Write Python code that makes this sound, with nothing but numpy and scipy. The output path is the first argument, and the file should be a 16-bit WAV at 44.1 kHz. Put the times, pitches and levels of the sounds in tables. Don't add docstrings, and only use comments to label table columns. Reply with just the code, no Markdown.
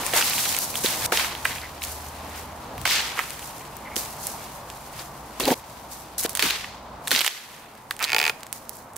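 import sys
import numpy as np
from scipy import signal
from scipy.fft import rfft, irfft, next_fast_len
from scipy.io import wavfile

SR = 44100
rng = np.random.default_rng(int(sys.argv[2]) if len(sys.argv) > 2 else 0)


def output_pcm(signal):
    pcm = np.clip(np.atleast_2d(signal).T, -1, 1) * 32767
    wavfile.write(sys.argv[1], SR, np.round(pcm).astype(np.int16))


def boost_factor(decibels):
    exponent = np.asarray(decibels, float) / 20
    return 10 ** exponent


N = 395721
T = np.arange(N) / SR
COARSE_T = T[::32]
HZ = np.fft.rfftfreq(next_fast_len(N), 1 / SR) + 1

# [t/s, peak level/dB, brightness/dB, left-right level/dB]
TWIG_TICKS = [(.065, -11, 3, 12), (0.128, -14, -2, 5), (0.392, -14, 3, -2), (.4165, -22, 12, 0),
              (0.298, -8, 16, 1), (0.566, -9.5, -3, -10), (0.588, -8, 21, 14), (2.8153, -22, 3, 10),
              (3.3058, -18, 3, 15), (3.394, -20, -2, -4), (3.582, -29, 6, 2), (3.652, -28, 0, -2),
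              (3.768, -21.5, 26, 14), (3.965, -13.5, -5, -22), (4.2697, -8.5, 20, -7),
              (4.7013, -19.5, -4, -5), (6.183, -11, 10, -1), (6.1956, -14, 7, -3), (6.2275, -16, 10, -3),
              (6.259, -15, 2, -2), (6.3315, -23, 20, 0), (6.2056, -13, 13, 2), (6.2356, -9.5, 10, -2),
              (6.2945, -15.5, 11, -14), (6.352, -7.5, 5.5, -9), (6.373, -6.5, 1, -7), (7.08, -8, 7, 3),
              (7.2612, -15, 2, -3), (7.264, -4, -1, -6), (7.752, -36, 0, -7), (7.776, -38, 9, 0),
              (7.966, -23, 3, -4), (7.9925, -17, 1, -5), (8.398, -39, 18, 0), (8.407, -29, 3, -2),
              (8.4323, -18, -1.5, -3), (8.467, -24, -2, -2), (8.5278, -11, 6, -11), (8.655, -38, -3, 0),
              (8.694, -13, 17, -12), (8.756, -28, 20, -4), (8.769, -27, 21, -4), (8.79, -36, 10, 0),
              (8.935, -32, 12, -2), (8.961, -23, 6, -8), (8.9654, -18.5, 10, -12)]
# [t/s, peak level/dB, ring f/Hz, brightness/dB]
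STICK_CRACKS = [(.1353, -10, 2070, -12), (.1545, -17, 2000, -6), (.1826, -7.5, 4360, -5),
                (.2115, -11, 2040, -12), (.2155, -9, 5400, -7), (.2253, -9, 3010, -10),
                (.3345, -11.5, 2900, 0), (.3511, -18, 2700, 4), (.3814, -9, 3300, 0),
                (.387, -22, 3000, -11), (.394, -14, 3600, -4), (.4585, -15.5, 2200, -7),
                (.4551, -14, 4250, -2), (.4925, -18, 4010, -7), (.5479, -11.5, 2950, -5.5),
                (.7424, -20, 2700, -6), (.7554, -11, 3300, 8), (.8607, -7, 3680, -8),
                (1.1226, -9, 1650, -14), (1.1736, -4.5, 3930, -10), (1.1962, -11, 2080, -8),
                (1.1985, -10.5, 2930, -14), (1.2459, -13.5, 1890, -10), (1.3513, -17.5, 2820, -14),
                (1.4528, -8.5, 2300, -6), (1.4548, -6, 1750, -24), (1.457, -14.5, 1100, -24),
                (1.5075, -22, 2020, -11), (1.5188, -22, 2330, -13), (1.5593, -25, 2400, -16),
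                (1.5833, -22, 2400, -16), (1.6165, -23, 4700, -8), (1.6536, -36, 2120, -16),
                (1.8201, -21, 3360, -14), (1.8379, -11, 4300, 5), (2.7803, -19.5, 3360, -1),
                (2.8545, -7, 2120, -12.5), (2.8759, -8, 2380, -4), (2.859, -13, 1510, -11),
                (2.911, -14, 2060, 0), (3.1725, -19, 2200, -12), (3.1765, -19, 1200, -20),
                (3.183, -20, 2170, -18), (3.1909, -8, 1800, -24), (3.1955, -15, 1300, -29),
                (3.1975, -17, 2000, -22), (3.2045, -20, 2200, -20), (3.2125, -24.5, 1800, -18)]
# [t/s, peak level/dB, ring f/Hz, brightness/dB]
FIBRE_TEARS = [(5.4005, -15, 1070, 0), (5.4055, -12, 3250, -14), (5.4545, -9, 4700, 2),
               (5.4585, -14, 3420, -8), (5.485, -17, 4100, -13), (5.4797, -10, 4230, -8),
               (5.5045, -11.5, 2200, -11), (6.3941, -4.5, 3450, -8), (6.4247, -1, 4300, -5),
               (6.4262, -8.5, 2200, -12), (6.489, -15, 3000, -6), (6.5074, -5, 4030, -1),
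               (6.6441, -18, 1930, -30), (7.0742, -11, 4200, 6), (7.0752, -16, 1890, -6),
               (7.0805, -21, 3500, -8), (7.1079, -6, 4060, 4), (7.1095, -13, 3900, -13),
               (7.1152, -0.5, 4240, -1), (7.116, -9.5, 1800, -10.5), (7.1555, -20, 2500, -10),
               (7.1755, -11, 4000, -6), (7.1908, -7, 4030, 0), (7.2135, -6, 4500, -2),
               (7.2459, -11, 2440, 7), (7.248, -13.5, 1900, -12), (7.265, -9.5, 2190, -10),
               (7.272, -15, 4000, 0), (7.1499, -7, 3500, -7), (7.1618, -1.5, 4150, -9),
               (7.1797, -17, 2900, -1), (7.182, -17, 1600, -11), (7.1927, -6, 4160, -13),
               (7.2077, -4.5, 3000, -2), (7.2166, -7.5, 3300, -4), (7.2777, -4.5, 3630, -7),
               (7.9092, -10, 4550, 6), (7.9105, -13.5, 1750, -12.5), (7.997, -26, 2300, -10),
               (8.0026, -20, 2560, 2), (8.0085, -22, 1400, -20), (8.013, -23, 1300, -23),
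               (8.0175, -23, 1300, -23), (8.022, -21, 1300, -20), (8.030, -18, 1500, -16),
               (8.051, -23, 1300, -18), (8.027, -10, 5400, 18), (8.0411, -5.5, 4930, -8),
               (8.048, -9, 4300, -4), (8.1905, -7, 5250, -2)]
TICK_HZ, TICK_DB_PER_OCTAVE = 8600, 40
STICKS_PAN_DB, FIBRES_PAN_DB, PAN_SPREAD_DB = -2, -3.5, -4

# [t/s, peak level/dB]
BOUGH_SLIPS = [(8.0615, -28), (8.0675, -26), (8.0735, -22), (8.0798, -20), (8.0875, -21), (8.0941, -17),
               (8.1021, -15), (8.1115, -24), (8.119, -13), (8.131, -9), (8.1463, -8), (8.164, -8),
               (8.1835, -9), (8.2002, -10), (8.2144, -10), (8.2278, -11), (8.24, -11), (8.2526, -11),
               (8.265, -10), (8.2785, -10), (8.2959, -10)]
# [f/Hz, level/dB, T60/s]
BOUGH_MODES = [(443, -22.5, 0.034), (757, -23.5, 0.043), (882, -21, 0.046), (1404, -20, 0.03),
               (1930, -18, 0.023), (2300, -15, 0.021), (2500, -14, 0.024), (2820, -25, 0.018),
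               (3050, -22, 0.024), (3420, -11.5, 0.0095), (4170, -22.5, 0.023), (4700, -2.5, 0.004),
               (6760, -2.5, 0.0022)]
JOLT_HZ, JOLT_S = 2480, 0.0013
SWEEP_END_HZ, SWEEP_S = 736, 0.00324
CHATTER_S, CHATTER_GAP_S, CHATTER_DB = 8.0075, 0.0046, -23

# [t/s, peak level/dB, body f/Hz, T60/s]
BUTT_THUDS = [(0.135, -15.5, 472, 0.062), (0.844, -13.5, 350, 0.029), (.16, -17, 600, .06),
              (1.121, -14, 496, 0.053), (1.13, -17, 603, 0.073), (2.801, -29, 112, 0.081),
              (3.965, -23.5, 340, 0.057), (5.477, -10.5, 358, 0.065), (5.484, -8, 533, 0.038),
              (5.506, -15, 249, 0.09), (5.5147, -11, 333, 0.058), (5.5195, -14, 607, 0.032),
              (5.526, -14, 590, 0.031), (6.249, -14, 450, 0.043)]
# [t/s, peak level/dB, start f/Hz, end f/Hz]
BENDING_WAVES = [
    (6.43, -27.5, 493, 230),
    (7.116, -30, 730, 196),
    (5.406, -28, 610, 310),
    (5.43, -31, 372, 294),
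]
# [t/s, length/s, f/Hz, level/dB]
BARK_SQUEAKS = [(1.47, .06, 2600, -41), (1.502, 0.035, 2100, -36), (1.548, 0.042, 2500, -38),
                (1.607, 0.062, 2050, -37), (3.422, 0.0091, 2700, -36), (3.606, .01, 2600, -39),
                (3.848, 0.048, 2090, -38.5), (3.9, 0.058, 2220, -41.5), (4.989, 0.0098, 4770, -33.5),
                (5.430, .004, 3900, -32), (5.437, 0.0033, 4000, -24), (5.444, .005, 3900, -27),
                (5.450, .004, 3800, -29)]

# [t/s, hold/s, wood level/dB, leaf level/dB, fall/(dB/s)]
BRANCH_CRASHES = [(0, 0.0022, -38.5, -39, 34), (0.136, 0.058, -26, -24, 86), (0.587, 0.026, -42, -29.5, 50),
                  (0.837, 0.019, -29, -23, 64), (1.119, 0.082, -26.5, -25.5, 103),
                  (1.446, 0.045, -36.5, -33, 79), (3.958, 0.033, -42, -29, 99),
                  (5.398, 0.004, -35, -26.5, 220), (6.18, 0.004, -50, -23, 500),
                  (6.192, .003, -49, -30, 500), (6.204, 0.0074, -50, -29, 500),
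                  (6.229, .03, -41, -26.5, 60), (6.264, .03, -52, -45, 60), (6.292, .002, -54, -31, 500),
                  (6.351, 0.003, -37.5, -29, 500), (6.37, .003, -44, -33, 500),
                  (6.393, 0.005, -27.5, -27, 150), (6.423, 0.046, -24.5, -27, 106),
                  (6.5, .004, -27, -39, 500), (7.11, .002, -36, -32, 1500), (7.114, 0.02, -25, -25, 46),
                  (7.287, 0.024, -37, -38.5, 84), (7.909, .004, -51, -40, 300),
                  (8.306, 0.0037, -53, -44, 94)]
BURST_DB, BURST_S = 23.5, 0.0035
# [peak t/s, rise/s, wood level/dB, leaf level/dB, fall/(dB/s)]
DRAGS_AND_STEPS = [(.395, 1, -32.5, -24, 26), (.772, 0.084, -40.5, -28, 68),
                   (1.062, 0.12, -31.5, -24.5, 60), (1.834, 0.033, -43.5, -32.5, 64),
                   (2.39, 0.41, -44.5, -41.5, 138), (2.93, 0.31, -23.5, -26.5, 83),
                   (3.19, 0.054, -38, -32.5, 80), (3.487, 1, -57, -40.5, 60),
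                   (4.269, 0.17, -47, -32.5, 134), (4.46, 0.36, -48, -44.5, 92),
                   (4.716, 0.15, -53, -45, 69), (5.003, 0.15, -42.5, -38, 220), (5.542, 0.2, -30, -29, 62),
                   (5.556, 0.012, -60, -39, 500), (5.578, 0.033, -63, -40, 400),
                   (5.773, 0.34, -57, -47.5, 70), (5.92, 0.049, -53, -39, 86),
                   (6.262, 0.039, -26.5, -25, 60), (7.084, 0.079, -50, -39, 27),
                   (7.594, 0.77, -52.5, -49.5, 118), (8.03, 0.013, -34, -30, 300),
                   (8.304, 0.36, -42, -30.5, 66.5), (8.529, .003, -62, -40, 121),
                   (8.762, 0.22, -73, -44, 132)]
RISE_DB, WOOD_FALL_SHARE = 22, 0.86
# [t/s, wood level/dB, leaf level/dB]
LITTER_STIR = [(0, -48, -39), (2.6, -51.5, -52.5), (4.5, -53.5, -47), (6.1, -54, -56), (6.9, -57, -66),
               (7.8, -59, -57), (7.92, -73, -64), (8.4, -60.5, -55), (8.97, -65.5, -57)]
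SCENE_CHANGES = [0, .59, 1.063, 2.852, 5.543, 6.18, 6.263, 7.285, 8.305, 9]
# [t/s, twig share level/dB]
TWIG_SHARE = [(.2, -6), (.26, 8), (.9, 4), (1.3, -3), (2.5, -8.5), (2.86, 11), (2.93, 10.5), (3.02, 4),
              (3.1, 1), (3.2, -13.5), (7.3, 7), (7.7, -18)]
# [t/s, left-right level/dB]
RUSTLE_PAN = [(0, -0.5), (3.9, 0), (5.5, 1), (8.97, -1.5)]
# [t/s, level/dB]
LOG_ROLL = [(5.397, -70), (5.4, -24), (5.42, -40), (5.471, -26.5), (5.478, -17.5), (5.5, -27), (5.52, -19),
            (5.541, -36), (5.543, -67)]
SPLINTERS_PER_S, SPLINTERS_DB = 200, -10

# [f/Hz, level/dB]
CRASH_SPECTRUM = [(180, -29), (300, -7), (451, -3), (603, -7), (806, 0), (1950, 2.5), (4530, 0),
                  (7000, -6.5), (9100, -14), (15400, -120)]
# [f/Hz, level/dB]
LEAF_SPECTRUM = [(1500, -40), (4000, -0.5), (6000, 2.5), (9000, 2.5), (13000, 2), (15700, -1.5),
                 (16200, -60)]
# [f/Hz, level/dB]
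LOG_SPECTRUM = [(120, -37), (250, -4), (500, -12.5), (850, -7.5), (1300, -25)]
# [f/Hz, likeness from 0 to 1]
FIELD_LIKENESS = [(60, 1), (150, 0.99), (300, 0.97), (700, 0.83), (1500, 0.53), (3100, 0.47), (7000, 0.054),
                  (15000, 0.01)]

TREES_T60_S, TREES_DB, TREES_CUT_HZ = 0.3, -20, 13000

# [t/s, level/dB]
ROAD_LEVEL = [(0, -34.5), (.59, -38), (1.06, -35.5), (1.6, -40.5), (2.85, -38), (3.3, -42.5), (4.0, -38.5),
              (6.17, -43.5), (6.3, -39.5), (6.5, -44.5), (7.1, -39.5), (7.28, -57), (7.6, -46.5),
              (8.97, -44)]
# [f/Hz, level/dB]
ROAR_SPECTRUM = [(100, -26), (150, -6), (230, -3.5), (390, -8), (760, -1), (1000, -1), (1400, -10.5),
                 (2500, -23.5), (5000, -60)]
# [f/Hz, level/dB]
RUMBLE_SPECTRUM = [(15, -30), (30, -5.5), (60, -0.5), (100, 2), (140, 2.5), (200, -28.5)]
RUMBLE_UNDER_DB = 10
# [peak t/s, rise/s, level/dB, fall/(dB/s)]
RUMBLE_GUSTS = [
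    (1.04, 0.12, -42, 60),
    (2.82, 0.17, -35, 160),
]
# [f/Hz, start t/s, end t/s, level/dB]
ENGINE_LINES = [
    (76.3, 1.09, 2.61, -46.5),
    (59.3, 1.12, 7, -55),
    (146.3, 3.3, 5.3, -55),
    (190.6, 6.4, 7.1, -56),
]


def snaps():
    out, t, rows = np.zeros((2, N)), T[:1500], fractures()
    bright = signal.butter(2, [5000, 15000], "band", fs=SR, output="sos")
    no_bass = signal.butter(2, 500, "high", fs=SR, output="sos")
    noises = rng.standard_normal((len(rows), 3, 1500))
    for (s, db, hz, bright_db, pan_db), noise in zip(rows, noises):
        thick = np.clip((-bright_db - 3.0) / 10, 0, 1)
        edges = [1300, 6000] if hz > 6500 else [hz / 1.9, hz * (1.9 - 0.45 * thick)]
        woody = signal.butter(3 if thick > 0.8 else 2, edges, "band", fs=SR, output="sos")
        fall = np.exp(-t / (0.0005 + 0.001 * thick)) + (0.35 + 0.25 * thick) * np.exp(-t / 0.004)
        burst = (noise[0] + 0.5 * noise[1:]) * fall
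        burst += 10.5 * (t == 0)
        sound = signal.sosfilt(woody, burst)
        sound += 0.2 * (1 - thick) * signal.sosfilt(no_bass, burst)
        sound += boost_factor(bright_db - 2.0) * signal.sosfilt(bright, burst)
        stick = ring(burst, hz, 12 / hz)
        side_modes = sum(ring(burst, hz * ratio, 0.022) for ratio in (0.55, 0.82, 1.14, 1.36))
        stick += thick * side_modes * 0.15
        sound = sound / abs(sound).max() + 0.66 * signal.sosfilt(no_bass, stick) / abs(stick).max()
        sound = boost_factor(db + 2.1) * sides(pan_db)[:, None] * sound / abs(sound).max()
        at = place(out, s, sound)
        out[:, at] += sound[:, :at.stop - at.start]
    return out


def fractures():
    rows = []
    for s, db, bright_db, pan_db in TWIG_TICKS:
        hz = min(TICK_HZ * 2 ** (bright_db / TICK_DB_PER_OCTAVE), 14000)
        rows.append((s, db, hz, bright_db, pan_db))
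    for table, pan_db in ((STICK_CRACKS, STICKS_PAN_DB), (FIBRE_TEARS, FIBRES_PAN_DB)):
        rows += [(*row, pan_db + PAN_SPREAD_DB * rng.uniform(-0.81, 1)) for row in table]
    return rows


def creak():
    out, t = np.zeros((2, N)), T[:3000]
    hz, level_db, t60 = np.transpose(BOUGH_MODES)[:, :, None]
    mode_gain = boost_factor(level_db - 60 * t / t60) * (1 - np.exp(-(t * hz) ** 2))
    jolt = np.sin(2 * np.pi * JOLT_HZ * t) * np.exp(-(t / JOLT_S) ** 4) * np.minimum(t / 0.00013, 1)
    sweep_hz = SWEEP_END_HZ + (JOLT_HZ - SWEEP_END_HZ) * np.exp(-t / SWEEP_S)
    sweep_gain = np.exp(-(t / 0.0045) ** 2) * np.minimum(t / 0.0015, 1)
    jolt += 0.39 * np.sin(2 * np.pi * np.cumsum(sweep_hz) / SR) * sweep_gain
    lean = sides(rng.normal(-3.5, 6.2, len(BOUGH_MODES)))
    slips = [(CHATTER_S + CHATTER_GAP_S * (k + 0.13 * rng.normal()), CHATTER_DB + 0.58 * k) for k in range(7)]
    slips = slips + list(BOUGH_SLIPS)
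    changes = rng.normal(0, 1, (len(slips), 2, len(BOUGH_MODES)))
    grit_fall = np.exp(-t / 0.002) + 0.08 * np.exp(-t / 0.012)
    for (s, db), (level_change, pitch_change) in zip(slips, changes):
        tilt_db = 0.35 * (db + 8.5) * abs(np.log2(hz[:, 0] / JOLT_HZ))
        modes = mode_gain * np.sin(2 * np.pi * hz * (1 + 0.02 * pitch_change[:, None]) * t)
        sound = jolt * sides(-4.0)[:, None] + 3.2 * (lean * boost_factor(1.9 * level_change + tilt_db)) @ modes
        grit = np.diff(rng.standard_normal((2, 3001))) * grit_fall * boost_factor(db / 2 - 4.5)
        out[:, place(out, s, sound)] += boost_factor(db - 4.0) * (sound + grit)
    return out


def thuds():
    out, t = np.zeros(N), T[:6000]
    noises = rng.standard_normal((len(BUTT_THUDS), 6000))
    for (s, db, hz, t60), noise in zip(BUTT_THUDS, noises):
        push = (1 + 3.0 * noise) * t * np.exp(-t / 0.00056)
        body = ring(push, hz, t60)
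        body = body - 1.1 * ring(push, 1.49 * hz, 0.96 * t60)
        body = body + 0.5 * ring(push, 0.775 * hz, t60)
        body = signal.sosfilt(signal.butter(2, 0.5 * hz, "high", fs=SR, output="sos"), body)
        out[place(out, s, body)] += boost_factor(db) * body / abs(body).max()
    for s, db, start_hz, end_hz in BENDING_WAVES:
        pitch_hz = end_hz + (start_hz - end_hz) * np.exp(-t / 0.0114)
        phase = 2 * np.pi * np.cumsum(pitch_hz) / SR + 2 * drift(204)[:6000]
        wave = np.sin(phase) * np.exp(-(t / 0.04) ** 2) * np.minimum(t / 0.0011, 1)
        out[place(out, s, wave)] += boost_factor(db) * wave
    return out * ((T < LOG_ROLL[-1][0]) | (T > 6))


def squeaks():
    out = np.zeros(N)
    noises = rng.standard_normal((len(BARK_SQUEAKS), 3000))
    for (s, length, hz, db), noise in zip(BARK_SQUEAKS, noises):
        tone = rms_one(ring(noise, hz, 20 / hz)) * np.sin(np.pi * np.minimum(T[:3000] / length, 1))
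        out[place(out, s, tone)] += boost_factor(db) * tone
    return out


def dragging():
    crash_db, leaf_db = efforts()
    crash = stereo_noise(CRASH_SPECTRUM, crackle(400, 4.0, 2.5, 0.22))
    twigs = signal.sosfilt(signal.butter(2, 2800, "high", fs=SR, output="sos"), crash)
    boughs = signal.sosfilt(signal.butter(2, 2800, "low", fs=SR, output="sos"), crash)
    twig_db = in_time(TWIG_SHARE)[0]
    wood = boost_factor(crash_db + drift(40)) * (boost_factor(-twig_db / 2) * boughs - boost_factor(twig_db / 2) * twigs)
    wood = wood + boost_factor(crash_db + SPLINTERS_DB) * splinters()
    leaves = boost_factor(leaf_db + 1.5 * drift(30)) * stereo_noise(LEAF_SPECTRUM, crackle(500, 4.0, 1.5, 0.3))
    log = boost_factor(in_time(LOG_ROLL)[0]) * stereo_noise(LOG_SPECTRUM)
    return (wood + leaves) * sides(in_time(RUSTLE_PAN)[0]) + log


def efforts():
    wood, leaves = boost_factor(np.array(in_time(LITTER_STIR))[:, ::32]) ** 2
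    rows = [(s, 0, *rest) for s, *rest in BRANCH_CRASHES]
    rows += [(s, rise, None, *rest) for s, rise, *rest in DRAGS_AND_STEPS]
    for s, rise, hold, wood_db, leaf_db, fall in rows:
        burst = 1 + (hold == 0) * boost_factor(BURST_DB) * np.exp(-abs(COARSE_T - s) / BURST_S)
        wood_gain = swell(s, rise, hold or 0, WOOD_FALL_SHARE * fall)
        leaf_gain = swell(s, rise, hold or 0, fall)
        wood = wood + boost_factor(wood_db) ** 2 * burst * wood_gain ** 2
        leaves = leaves + (boost_factor(leaf_db) * burst * leaf_gain) ** 2
    return [np.interp(T, COARSE_T, 10 * np.log10(power)) for power in (wood, leaves)]


def swell(peak, rise, hold, fall):
    climb_db = RISE_DB * (COARSE_T - peak) / max(rise, 1e-4)
    fall_db = -fall * np.maximum(COARSE_T - peak - hold, 0)
    db = np.where(COARSE_T < peak, climb_db, fall_db)
    end = np.searchsorted(SCENE_CHANGES, peak + hold / 2 - rise / 4 + 0.008)
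    heard = (COARSE_T >= SCENE_CHANGES[end - 1]) * (COARSE_T < SCENE_CHANGES[end])
    return boost_factor(np.maximum(db, -200)) * heard


def splinters():
    sizes = boost_factor(4.0 * np.minimum(rng.exponential(1, N), 3.5)) * (rng.random(N) < SPLINTERS_PER_S / SR)
    dealt, rough = rng.integers(0, 12, N), rng.standard_normal(N)
    decay = np.exp(-1 / (0.0022 * SR))
    knocks = 0
    for k, hz in enumerate(np.geomspace(1200, 7000, 12)):
        burst = rough * signal.lfilter([1], [1, -decay], sizes * (dealt == k) + 1e-18)
        knocks = knocks + ring(burst, hz, 17.0 / hz) * np.sqrt(hz) * sides(rng.normal(0, 1.2))[:, None]
    return rms_one(knocks)


def trees(x):
    t = T[:SR]
    tail = rng.standard_normal((2, SR)) * boost_factor(-60 * t / TREES_T60_S) * (1 - np.exp(-t / 0.0037))
    tail = signal.sosfilt(signal.butter(1, [500, TREES_CUT_HZ], "band", fs=SR, output="sos"), tail)
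    return signal.oaconvolve(x, tail / np.sqrt(np.sum(tail[0] ** 2)), axes=1)[:, :N]


def road():
    road_db = in_time(ROAD_LEVEL)[0]
    gust_power = sum((boost_factor(db) * swell(s, rise, 0, fall)) ** 2 for s, rise, db, fall in RUMBLE_GUSTS)
    gusts = np.interp(T, COARSE_T, gust_power)
    roar = boost_factor(road_db + 0.56 * drift(8)) * stereo_noise(ROAR_SPECTRUM)
    rumble = np.sqrt(boost_factor(road_db - RUMBLE_UNDER_DB) ** 2 + gusts) * stereo_noise(RUMBLE_SPECTRUM)
    for hz, start, end, db in ENGINE_LINES:
        on = np.clip(np.minimum(T - start, end - T) / 0.028, 0, 1)
        gain = np.sqrt(2) * boost_factor(db + 2.0 * drift(7.9)) * on
        rumble = rumble + gain * np.sin(2 * np.pi * np.cumsum(hz + 0.817 * drift(3.14)) / SR)
    return roar + rumble


def ring(clicks, hz, t60):
    r, w = boost_factor(-60 / (t60 * SR)), 2 * np.pi * hz / SR
    return signal.lfilter([0, np.sin(w)], [1, -2 * r * np.cos(w), r * r], clicks + 1e-18)


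def crackle(per_s, spread_db, ms, share):
    sizes = boost_factor(spread_db * np.minimum(rng.exponential(1, N), 4))
    born = rng.random(N) < per_s / SR
    grains = signal.lfilter([1], [1, -np.exp(-1000 / (ms * SR))], sizes * born)
    return rms_one(1 - share + share * rms_one(grains))


def stereo_noise(spectrum, grain=1):
    mid, side = rfft(grain * rng.standard_normal((2, N)), next_fast_len(N))
    alike = np.clip(at_hz(FIELD_LIKENESS), 0, 1)
    mid, side = np.sqrt(1 + alike) * mid, np.sqrt(1 - alike) * side
    both = boost_factor(at_hz(spectrum)) * np.array([mid + side, mid - side])
    return rms_one(irfft(both, next_fast_len(N))[:, :N])


def drift(rate):
    steps = rng.standard_normal(1000)
    return np.interp(T * rate, np.arange(1000), steps) * 1.184


def sides(pan_db):
    return np.array([boost_factor(pan_db / 2), boost_factor(-pan_db / 2)])


def rms_one(x):
    return x / np.sqrt(np.mean(x ** 2) + 1e-20)


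def in_time(rows):
    s, *columns = np.transpose(rows)
    return [np.interp(T, s, c) for c in columns]


def at_hz(points):
    hz, db = np.transpose(points)
    return np.interp(np.log(HZ), np.log(hz), db)


def place(out, s, sound):
    at = round(s * SR)
    return slice(at, min(at + sound.shape[-1], N))


def scene():
    breaks = snaps() + creak()
    hold = np.exp(-1 / (0.066 * SR))
    loudness = signal.lfilter([1 - hold], [1, -hold], abs(breaks).mean(axis=0))
    ducking = 1 / (1 + 12 * loudness)
    echoes = boost_factor(TREES_DB) * trees(breaks)
    return breaks + echoes + thuds() + squeaks() + ducking * dragging() + road()


def band_limit(x):
    return signal.sosfilt(signal.butter(12, 16980, fs=SR, output="sos"), x)


def record(dry):
    limited = 1.163 * np.tanh(dry / 1.244)
    steep = signal.cheby2(12, 70, 17100, fs=SR, output="sos")
    gentle = signal.cheby2(10, 16, 16000, fs=SR, output="sos")
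    mix = signal.sosfilt(np.vstack([steep, gentle]), limited)
    return band_limit(mix)


dry = scene()
out = record(dry)
output_pcm(out)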